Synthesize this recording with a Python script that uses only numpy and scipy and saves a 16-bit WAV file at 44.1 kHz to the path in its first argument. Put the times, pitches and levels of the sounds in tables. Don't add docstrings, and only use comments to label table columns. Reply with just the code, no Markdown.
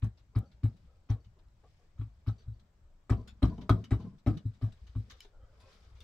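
import sys
import numpy as np
from scipy import signal
from scipy.io import wavfile
from scipy.ndimage import uniform_filter1d

SR = 44100
rng = np.random.default_rng(int(sys.argv[2]) if len(sys.argv) > 2 else 0)


def makeup_ratio(level_db):
    decades = np.asarray(level_db, float) / 20
    return 10 ** decades


def store_wav(level_fs):
    pcm = np.round(np.clip(np.atleast_2d(level_fs), -1, 1) * 32767)
    wavfile.write(sys.argv[1], SR, pcm.T.astype(np.int16))


N = 266011

# (deepest swing [s], table top [dB], legs [dB], stamp block [dB],
# pad lifts after [ms])
THUMPS = [(0.036, -21.5, -27, -36.5, 62), (0.369, -19.5, -27.5, -31.5, 39),
          (0.6456, -17.5, -30.5, -29.5, 45), (1.1082, -20, -27, -35, 56), (2, -30, -33.5, -48.5, 89),
          (2.283, -22, -30.5, -34, 49), (2.486, -34, -39, -56.5, 55), (3.1149, -18.5, -21, -23.5, 43),
          (3.4394, -21, -15.5, -17.5, 110), (3.71, -15, -20, -19, 110), (3.926, -19, -22, -23, 44),
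          (4.28, -19.5, -22, -20.5, 110), (4.4612, -25, -42, -37.5, 47), (4.6403, -22, -37.5, -39.5, 50),
          (4.9652, -28.5, -32, -38, 49)]
# (time [s], table top [dB], legs [dB], stamp block [dB], block pitch [ratio])
NUDGES = [(0.3, -60, -55, -72, 0.81), (0.43, -51.5, -55, -46, 0.91), (1.27, -51, -51, -70, 0.61),
          (1.55, -62, -59, -82, .95), (2.02, -44, -59, -44.5, 0.99), (2.471, -55, -45, -64, 0.74),
          (2.818, -67, -60, -83, .91), (3.2, -40, -45, -40.5, .85), (3.33, -57, -50, -56, 0.76),
          (3.36, -60, -60, -59, .8), (3.535, -47, -34.5, -37, 0.76), (3.593, -51, -41, -37, 0.82),
          (3.625, -50, -52, -43, .9), (3.665, -53.5, -53, -47.5, 0.68), (3.787, -33, -55, -42, 0.72),
          (3.821, -49, -52.5, -44, 0.65), (4.005, -42, -52, -39, .68), (4.032, -50, -55, -45, .6),
          (4.051, -46, -54.5, -36, 0.76), (4.08, -54, -60, -46, .62), (4.14, -60, -61, -54, .7),
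          (4.338, -38, -43, -36.5, 0.82), (4.632, -40, -29, -36.5, 0.93), (4.827, -70, -41, -87, 0.83),
          (4.9, -61, -43.5, -71, 0.83), (4.985, -34, -44, -54, 0.91), (5.134, -66, -48, -80, .9),
          (5.435, -61, -51, -67.5, 1), (5.641, -60.5, -71, -68, 0.91), (5.829, -74, -52.5, -82, 0.85),
          (5.925, -66, -50, -78, 0.89), (5.956, -64, -46, -78, .95), (6.016, -68, -46, -75, .95),
          (.55, -62, -50, -75, .7), (.215, -62, -54, -72, .6)]
# (frequency [Hz], likeness [0 to 1])
LIKENESS = [(30, 1), (300, 0.86), (1500, 0.12), (4000, 0.074), (12000, 0.12)]


def evened(x):
    return x / np.sqrt(np.mean(x ** 2) + 1e-20)


def read(points, hz):
    f, value = np.transpose(points)
    return np.interp(np.log(hz + 1), np.log(f + 1), value)


def add(mix, s, sound):
    part = mix[..., max(round(s * SR), 0):][..., :sound.shape[-1]]
    part += sound[..., :part.shape[-1]]


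def ring(force, modes, pitch=1, hold=1):
    t = np.arange(SR // 9) / SR
    body = 0
    for hz, db, t60 in modes:
        body = body + makeup_ratio(db - 60 * t / (t60 * hold)) * np.sin(2 * np.pi * hz * pitch * t)
    out = signal.fftconvolve(force, body)
    return out / abs(out).max()


def noise(shape, patchy_db, size=1024):
    hop = size // 4
    hz = np.fft.rfftfreq(size, 1 / SR)
    a, b, c, d, patches = rng.standard_normal((N // hop + 5, len(hz), 5)).T
    patches = evened(uniform_filter1d(uniform_filter1d(patches, 8, 0), 8, 1))
    same = read(LIKENESS, hz)[:, None]
    left = a + 1j * b
    right = same * left + np.sqrt(1 - same ** 2) * (c + 1j * d)
    inside = (hz >= shape[0][0]) & (hz <= shape[-1][0])
    colour = makeup_ratio(read(shape, hz)[:, None] + patchy_db * patches) * inside[:, None]
    z = np.array([left, right]) * colour
    return evened(signal.istft(z, nperseg=size, noverlap=size - hop)[1][:, :N])


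def shake(rest_db, share_db, fade_db):
    blows = np.zeros(N)
    for row in THUMPS + NUDGES:
        add(blows, row[0], makeup_ratio(np.array([row[3] + share_db])))
    fading = signal.lfilter([1], [1, -makeup_ratio(-fade_db / SR)], blows)
    return makeup_ratio(rest_db) + uniform_filter1d(fading, size=881)


def hands():
    # (time [s], grip
    # on the case [dB], sliding skin [dB])
    hand_moves = [(0, -98, -97.5), (.45, -86, -93), (.86, -88, -83), (1.05, -88, -89.5), (1.5, -85.5, -95),
                  (1.7, -103, -78), (1.95, -84, -87), (2.45, -79.5, -86), (2.9, -85, -98),
                  (3.5, -81.5, -90), (4.2, -92.5, -101), (4.72, -78, -79.5), (5.1, -77.5, -76.5),
                  (5.4, -76, -88), (5.58, -74, -77.5), (5.7, -72.5, -69), (6.03, -75, -81.5),
                  (2.23, -87, -87),
    ]
    # (frequency [Hz], level [dB per Hz])
    rumble = [(8.8, -48.5), (15, -1.5), (38, -5.5), (70, -1), (116, -13), (135, -25), (150, -19),
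              (200, -63), (330, -120)]
    clatter = [(88, -42.5), (150, 10.5), (227, -2), (274, -12.5), (335, -22), (373, -20.5), (480, -24),
               (620, -46), (1060, -120)]
    handling = [(240, -37), (400, 1.5), (591, -4), (966, -8), (1290, -5.5), (1650, -11), (2500, -38),
                (3250, -59), (5500, -120)]
    rustle = [(880, -27.5), (1500, -4), (2340, -0.5), (2740, -5.5), (3140, -2), (4220, -4.5), (5040, -2.5),
              (6640, -12), (15800, -31.5)]
    hiss = [(88, -35), (150, 2.5), (236, -17.5), (304, -10), (477, -20), (548, -13.5), (3080, -29),
            (3970, -30), (6490, -32), (7740, -32.5), (8710, -45), (15100, -42), (16300, -45.5)]

    s, grip_db, slide_db = np.transpose(sorted(hand_moves))
    t = np.arange(N) / SR
    grip = makeup_ratio(np.interp(t, s, grip_db))
    slide = makeup_ratio(np.interp(t, s, slide_db))
    lumps = evened(uniform_filter1d(uniform_filter1d(rng.standard_normal(N), 500), 500))

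    rumble_level = shake(rest_db=-63, share_db=-26, fade_db=210) + makeup_ratio(3.0) * grip
    clatter_level = shake(rest_db=-94, share_db=-12.5, fade_db=191) + makeup_ratio(-16.0) * grip
    case_level = shake(rest_db=-110, share_db=-40, fade_db=150) + grip
    skin_level = shake(rest_db=-110, share_db=-45.5, fade_db=152) + slide
    out = rumble_level * noise(rumble, patchy_db=4.0, size=4096)
    out += clatter_level * makeup_ratio(4.2 * lumps) * noise(clatter, patchy_db=5.0)
    out += case_level * makeup_ratio(0.5 * lumps) * noise(handling, patchy_db=-3.0)
    out += skin_level * noise(rustle, patchy_db=2.0, size=256)

    pulses = np.exp(2.9 * (np.cos(2 * np.pi * 29.97 * (t - .003)) - 1))
    whine = makeup_ratio(-90.5) * pulses * np.sin(2 * np.pi * 8000 * t)
    return out + makeup_ratio(-75.0) * noise(hiss, patchy_db=1.5) + whine


def drags():
    # (time [s], level [dB], lowest hollow [Hz], length [ms])
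    strokes = [(0.861, -79.5, 530, 170), (1.36, -77, 400, 73), (1.63, -73, 476, 60), (1.782, -79, 470, 91),
               (3.5, -59, 413, 61), (3.57, -62.5, 405, 116), (3.765, -63, 450, 49), (3.99, -60.5, 427, 46),
               (4.035, -64, 439, 65), (4.11, -75.5, 430, 57), (4.3, -66.5, 520, 52), (1.139, -72, 458, 81),
               (0.4, -70, 542, 81), (0.329, -79, 417, 32), (3.17, -62, 428, 75), (4.66, -73, 657, 51),
               (5.119, -74.5, 504, 67), (5.32, -76, 577, 100), (5.399, -81, 1303, 98),
               (5.599, -75.5, 1050, 180), (5.381, -75.5, 515, 97), (5.469, -76.5, 578, 97),
               (5.558, -86, 420, 110), (5.629, -73.5, 542, 140), (5.739, -82, 530, 150),
               (5.819, -81.5, 456, 127)]
    # (pitch over the lowest [ratio], level [dB], width [Hz])
    hollows = [(0.983, 6, 115), (1.5, -2.5, 68), (2.4, -5.5, 100), (2.45, -7.5, 120)]
    out = np.zeros(N)
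    ages = np.arange(2000) / SR
    for s, db, hz, length_ms in strokes:
        t = np.arange(round(length_ms * SR / 1000)) / SR
        body = 0
        for ratio, hollow_db, width in hollows:
            swell = ages * np.exp(-np.pi * width * ages)
            tone = np.sin(2 * np.pi * hz * ratio * ages)
            body = body + makeup_ratio(hollow_db) * width ** 1.7 * swell * tone
        friction = np.sin(np.pi * (t / t[-1]) ** 0.5) * rng.standard_normal(len(t))
        add(out, s, makeup_ratio(db) * evened(signal.fftconvolve(friction, body)))
    return out


def ticks():
    # (time [s], level [dB], brightest tone [Hz], ring to -60 dB [s])
    clicks = [(1.485, -53, 4030, 0.014), (3.1026, -29.5, 1936, 0.061), (3.43, -27, 2350, 0.007),
              (3.695, -20.5, 3740, 0.016), (4.2712, -29.5, 2500, 0.0067), (5.1125, -34, 2930, 0.0076),
              (5.2058, -25.5, 3040, 0.028), (5.2054, -32, 5100, 0.012), (5.2068, -55, 11000, .008),
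              (6.2, -43, 5500, .008), (3.6953, -35, 11600, .012), (3.279, -34, 3740, 0.011),
              (6.1, -39.5, 5080, 0.026), (6.0054, -35, 3600, 0.032)]
    # (time [s], level [dB], length [ms])
    shivers = [
        (0.4544, -76, 26),
        (1.205, -80, 16.0),
        (2.3283, -78, 13),
        (2.381, -70.5, 19),
        (2.536, -79, 25),
        (3.17, -76, 20),
        (3.212, -77, 14),
        (3.4984, -68, 6.5),
        (3.54, -71, 6),
        (4.019, -74, 16.0),
    ]
    # (frequency [Hz], level [dB], ring to -60 dB [s])
    jar = [(4540, -3.5, 0.024), (5900, -11, 0.024)]
    out, t = np.zeros(N), np.arange(3000) / SR
    for s, db, hz, t60 in clicks:
        spread = 1.3 ** np.arange(-1, 5)
        modes = [(hz * r, -25 * abs(np.log(r)), t60 / r) for r in spread]
        add(out, s, makeup_ratio(db - 11.5) * ring(np.array([1., -1.]), modes))
    for s, db, length_ms in shivers:
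        chatter = rng.standard_normal(3000) ** 3 * np.exp(-t * 1000 / length_ms)
        add(out, s, makeup_ratio(db + 5.0) * ring(chatter, jar))
    return out


def felt():
    # (time [s], level [dB], brightest tone [Hz], length [ms])
    peels = [(0.173, -62.5, 2760, 28), (0.516, -61.5, 2200, 18), (0.767, -65.5, 3950, 15),
             (1.245, -61.5, 3020, 12), (1.3893, -66, 4220, 13), (2.3835, -67.5, 4330, 37),
             (2.421, -70, 3950, 14), (2.596, -63.5, 4100, 17), (3.2752, -46.5, 3540, 20.4),
             (3.581, -57, 3050, 8.3), (3.612, -50.5, 3020, 17), (3.841, -46, 3020, 11.3),
             (3.9938, -59.5, 3020, 34), (4.1812, -63.5, 4000, 21), (4.372, -48.5, 2940, 14),
             (4.534, -64, 3910, 26), (4.722, -56, 3860, 12), (4.867, -58, 3100, 24),
             (5.0996, -43, 2980, 25.4), (5.131, -67, 2570, 200), (5.165, -67, 3960, 50),
             (5.212, -57, 4900, 41), (5.2486, -56.5, 2325, 7.7), (5.6, -58, 4850, 27),
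             (5.65, -79, 2300, 76), (5.699, -60.5, 3140, 38), (5.82, -65, 3000, 46),
             (5.725, -62.5, 5070, 37), (5.9509, -61, 2310, 49), (6.0043, -54.5, 4330, 38)]
    # (frequency [Hz], level [dB per Hz])
    fibre_colour = [(410, -54.5), (700, -24.5), (946, -26.5), (1230, -2), (2530, -8), (3740, 0.5),
                    (6740, -14), (8650, -29.5), (16000, -29.5)]
    # (pitch over the brightest [ratio], level [dB], ring to -60 dB [s])
    spots = [(1, 0, .016), (1.22, -6, .012), (1.5, -7, .012), (1.97, -7, .012), (.75, -8, .014),
             (.42, -8, .02)]
    soft_db, crisp_db = -77, -58
    out, t = np.zeros((2, N)), np.arange(5000) / SR
    crackle = noise(fibre_colour, patchy_db=3.0, size=256)
    for s, db, hz, length_ms in peels:
        u = t / (length_ms / 1000)
        swell = (1 - np.exp(-u / 0.4)) * np.exp(-1.5 * u ** 1.1)
        modes = [(hz * ratio, spot_db, t60) for ratio, spot_db, t60 in spots]
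        snaps = ring(rng.standard_normal(5000) ** 5 * swell, modes)
        fizz = crackle[:, round(s * SR):][:, :len(t)]
        n = fizz.shape[1]
        grit = 0.18 * np.clip((db - soft_db) / (crisp_db - soft_db), .1, 1)
        add(out, s - .002, makeup_ratio(db) * (fizz * swell[:n] * (1 - grit) + 5.0 * grit * snaps[:n]))
    return out


def contacts_of_case():
    # (time [s], level [dB], shell pitch [Hz], rim against shell [dB], base against shell [dB])
    claps = [(0.0268, -54, 1140, -11, -5), (0.0448, -48.5, 1110, -16, -4.5),
             (0.351, -47.5, 1200, -12.5, -17.5), (0.3609, -42.5, 1203, -7, -5.5),
             (0.3783, -44, 1200, -10, -10), (0.6335, -55, 1460, -3.5, -15), (0.6544, -54, 1294, -21, -3),
             (1.0895, -59, 1290, -18, -3.5), (1.0971, -48, 1110, -15, -4.5), (1.117, -51, 1280, -20, -10),
             (1.9797, -63.5, 1280, -13, -10), (2.0165, -53, 1150, -12, -22),
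             (2.2648, -51, 1186, -11.5, -24), (2.2728, -51.5, 1380, -17.5, -12),
             (2.2922, -44, 1290, -29, -12), (3.0959, -34, 1240, -17, -4), (3.1043, -43, 1174, -9, -22),
             (3.122, -33.5, 1148, -22, -7.5), (3.4216, -42.5, 1260, -12.5, -5),
             (3.4296, -35.5, 1218, -12.5, -6), (3.4432, -30, 1142, -21.5, -11),
             (3.694, -18, 1243, -18, -6.5), (3.9083, -47.5, 1253, 1, -3), (3.9185, -43, 1170, 2, 3.5),
             (3.9314, -41, 1076, -23, -12), (3.9358, -40, 1107, -16, -3), (4.2634, -47, 1180, -0.5, 0.5),
             (4.2702, -38, 1240, -5.5, -1.5), (4.285, -40, 1285, -19, -7), (4.6138, -57, 1140, -13, 5.5),
             (4.6407, -49, 1120, -18.5, -11.5), (4.9526, -50.5, 1070, -17, -9)]
    # (pitch over the main tone [ratio], level [dB], ring to -60 dB [s])
    shell_modes = [(.76, -14, .04), (.85, -9, .055), (.93, -13, .05), (1.0, 0, .03), (1.06, -15, .04),
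                   (1.18, -12, .035), (1.31, -17, .02), (1.46, -22, .02)]
    # (frequency [Hz], level [dB], ring to -60 dB [s])
    rim_modes = [(2040, -5.5, .025), (2100, -3.5, .025), (2280, 0.5, .035), (2560, -8, 0.013),
                 (3050, -7.5, 0.024), (3780, -2, 0.03)]
    under_modes = [(378.7, 5.5, .07), (450, -7.5, 0.071), (549, -4.5, 0.063), (636.4, 4, 0.075),
                   (733, -8.5, 0.052), (810, -14.5, .06)]
    out, t = np.zeros(N), np.arange(SR // 14) / SR
    rim = ring(np.hanning(7), rim_modes)[:len(t)]
    under = ring(np.hanning(25), under_modes)[:len(t)]
    for s, db, hz, rim_db, base_db in claps:
        shell = 0
        for ratio, mode_db, t60 in shell_modes:
            shell = shell + makeup_ratio(mode_db - 60 * t / t60) * np.sin(2 * np.pi * hz * ratio * t)
        shell = shell * (1 - np.exp(-t / 0.00093))
        clap = shell / abs(shell).max() + makeup_ratio(rim_db + 6.5) * rim + makeup_ratio(base_db + 5.5) * under
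        add(out, s, -makeup_ratio(db - 1.0) * clap)
    return out


def case():
    # (time [s], case [dB], air puff [dB], base [dB], spread [ms])
    slaps = [(0.0235, -48, -46, -64.5, 9.8), (0.045, -52, -43, -52.5, 5.8),
             (0.3563, -43.5, -44.5, -79, 8.5), (0.636, -47, -41.5, -50, 4.8), (1.092, -43, -49, -63, 10.5),
             (1.101, -51, -38, -41, 8.1), (1.986, -59, -55, -77, 14.7), (2.2717, -47.5, -44, -53.5, 9.1),
             (3.098, -32, -36.5, -36, 8.5), (3.425, -51, -32.5, -37.5, 10),
             (3.6965, -24.5, -29.5, -28, 5.8), (3.9095, -37, -38.5, -36, 10.9),
             (4.266, -36.5, -36.5, -32, 8), (4.6145, -46.5, -45.5, -51.5, 14.5),
             (4.9519, -52, -63, -63, 8.9)]
    # (time [s], case [dB], base [dB], case pitch [ratio])
    settles = [(0.3744, -44, -44, 1.05), (0.6549, -42, -57, 0.71), (1.6374, -64, -59, 1.2),
               (2.0114, -48, -65, 1.08), (2.2922, -49.5, -53, 0.7), (3.1218, -39, -37, 1.03),
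               (3.4296, -34.5, -35, 1.04), (3.4431, -38, -51, 1.0), (3.5199, -61, -47.5, 0.59),
               (3.5783, -71.5, -43.5, 0.53), (4.003, -70, -53, 0.79), (4.0512, -60, -61, 0.7),
               (4.2892, -42, -49, 0.98), (5.2494, -78, -58, 1.2)]
    # (time [s], level [dB], pitch [ratio])
    knocks = [
        (1.635, -72, 1.3),
        (3.103, -35, 1.07),
        (3.425, -26.5, 0.93),
        (3.911, -31.5, 1.01),
        (4.264, -23, 0.951),
        (5.25, -54.5, 1.27),
    ]
    # (frequency [Hz], level [dB], ring to -60 dB [s])
    case_modes = [(950, -14.5, 0.095), (1150, -1.5, 0.074), (1196, 4.5, 0.017), (1260, -10, 0.02),
                  (1520, -6.5, 0.025), (1760, -13, 0.03), (1900, -17.5, 0.011), (2200, -7.5, 0.039),
                  (3020, -5.5, 0.032), (3580, -17.5, 0.051)]
    base_modes = [(447, -2.5, 0.057), (542, -10.5, 0.077), (671, 0, 0.081), (746, 0, 0.08),
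                  (792.5, 0, 0.058), (880, -14, 0.033)]
    dull_modes = [(328, 5, 0.077), (400, -17, 0.057), (620, -2.5, 0.053)]
    # (frequency [Hz], level [dB per Hz])
    air_colour = [(880, -43), (1500, -5.5), (2660, -13.5), (4040, -14), (4920, -21.5), (5220, -18.5),
                  (8570, -29.5), (11700, -33), (16000, -42.5)]

    out, puffs, t = np.zeros(N), np.zeros(N), np.arange(5000) / SR
    rows = [(*row, 1.01 + .005 * max(row[1] + 35, 0)) for row in slaps]
    rows += [(s, db, db - 27, base_db, 5.26, pitch) for s, db, base_db, pitch in settles]
    for s, case_db, puff_db, base_db, spread_ms, pitch in rows:
        hits = rng.standard_normal(5000)
        u = t / (spread_ms / 1000)
        contacts = hits ** 3 * (1 - np.exp(-u / 0.82)) * np.exp(-u / 1.28)
        gripped = [(hz * (1 + .03 * h), db, t60) for (hz, db, t60), h in zip(case_modes, hits[::-1])]
        add(out, s - .002, makeup_ratio(case_db - 4.5) * ring(contacts, gripped, pitch=pitch))
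        add(out, s - .002, makeup_ratio(base_db - 2.5) * ring(contacts, base_modes, pitch=1 + .03 * hits[0]))
        add(puffs, s - .003, makeup_ratio(puff_db - 8.5) * (1 - np.exp(-u / 0.49)) * np.exp(-u / 1.73))
    out += contacts_of_case()
    for s, db, pitch in knocks:
        add(out, s, -makeup_ratio(db) * ring(np.hanning(SR // 1000), dull_modes, pitch=pitch))
    return out, puffs * noise(air_colour, patchy_db=7.5, size=256)


def swing(modes, u, rise, crest, lead, hold):
    age = np.maximum(u - crest, 0)
    out = 0
    for k, (hz, db, t60) in enumerate(modes):
        out = out - makeup_ratio(db - 60 * age / (t60 * hold)) * np.cos(2 * np.pi * hz * u + lead * k)
    out = out * np.sin(np.pi / 2 * np.clip(1 + (u - crest) / rise, 0, 1)) ** 2
    return out / abs(out).max()


def table():
    # (frequency [Hz], level [dB], ring to -60 dB [s])
    top_modes = [(89, -21, 0.08), (107.8, 24, 0.17), (132, -2, 0.38), (137, -22.5, 0.13)]
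    leg_modes = [(58.6, 9, 0.18), (80, -2, 0.26)]
    block_modes = [(194.3, -9, 0.16), (224.4, -6, 0.15), (265, -2.5, 0.15), (283.3, 5.5, 0.093),
                   (340.7, -10.5, 0.11), (386, -7.5, 0.041)]
    block_pitch = [0.923, .97, 0.95, 0.94, 0.917, 0.94, 0.92, .94, 0.94, 1, 0.97, 0.95, 0.92, 0.9, 0.92]

    out, u = np.zeros(N), np.arange(-SR // 40, SR // 4) / SR
    rows = []
    for (s, top_db, leg_db, block_db, lift_ms), pitch in zip(THUMPS, block_pitch):
        hold = 1.105 + 0.09 * max(-24.5 - top_db, 0)
        rows.append((s, top_db, leg_db, block_db, pitch, lift_ms, hold))
    rows += [(*row, 43, 1.3) for row in NUDGES]
    for s, top_db, leg_db, block_db, pitch, lift_ms, hold in rows:
        lifted = 1 / (1 + np.exp(-(u * 1000 - lift_ms) / 3))
        top = swing(top_modes, u, rise=0.019, crest=0.0054, lead=0.49, hold=hold) * makeup_ratio(-11 * lifted)
        legs = swing(leg_modes, u, rise=0.014, crest=0.00057, lead=0.17, hold=hold)
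        late = (u - .0022) * pitch
        block = swing(block_modes, late, rise=0.02, crest=-0.00036, lead=0.66, hold=hold)
        add(out, s + u[0], makeup_ratio(top_db) * top + makeup_ratio(leg_db) * legs + makeup_ratio(block_db) * block)
    return out


def room(x):
    # (frequency [Hz], ring to -60 dB [s])
    room_decay = [(60, 0.17), (250, 0.31), (1000, 0.15), (4000, 0.11), (12000, 0.052)]
    taps = np.zeros((2, SR // 2))
    at = np.arange(200, SR // 2 - 20, 20)
    at = at + rng.integers(0, 20, (2, len(at)))
    np.put_along_axis(taps, at, rng.choice([-1., 1.], at.shape), 1)
    hz, t, z = signal.stft(taps, SR, nperseg=256)
    same = read(LIKENESS, hz)[:, None]
    z[1] = same * z[0] + np.sqrt(1 - same ** 2) * z[1]
    fade = makeup_ratio(-60 * t / read(room_decay, hz)[:, None])
    tail = signal.istft(z * fade, SR, nperseg=256)[1]
    return signal.fftconvolve(x, tail / np.linalg.norm(tail[0]), axes=1)[:, :N]


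def scene():
    slaps, puffs = case()
    solid = slaps + table()
    airborne = puffs + felt() + ticks()
    near = np.array([solid, np.roll(solid, 2)]) + airborne
    mix = near + makeup_ratio(-9.5) * room(slaps + airborne) + hands() + drags()
    return mix * makeup_ratio([[.9], [-1.1]])


def band_limit(x):
    return signal.sosfilt(signal.butter(12, 16470, fs=SR, output="sos"), x)


def record(dry):
    images_db = [-52, -59, -61.5, -63]
    # (time [s], level [dB])
    short_click = [
        (0.3899, -44),
    ]
    t = np.arange(N) / SR
    comb = np.zeros(N)
    for k, db in enumerate(images_db):
        comb += makeup_ratio(db) * np.cos(2 * np.pi * (k + 1) * 3900 * t)
    x = dry * (1 + 2 * comb)
    for s, db in short_click:
        add(x, s, makeup_ratio(db + 8.0) * np.array([1., -.3]))
    low_pass = signal.firwin(511, 15780, window=("kaiser", 7), fs=SR)
    x = signal.oaconvolve(x, low_pass[None], "same")
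    return band_limit(x)


dry = scene()
out = record(dry)
store_wav(out)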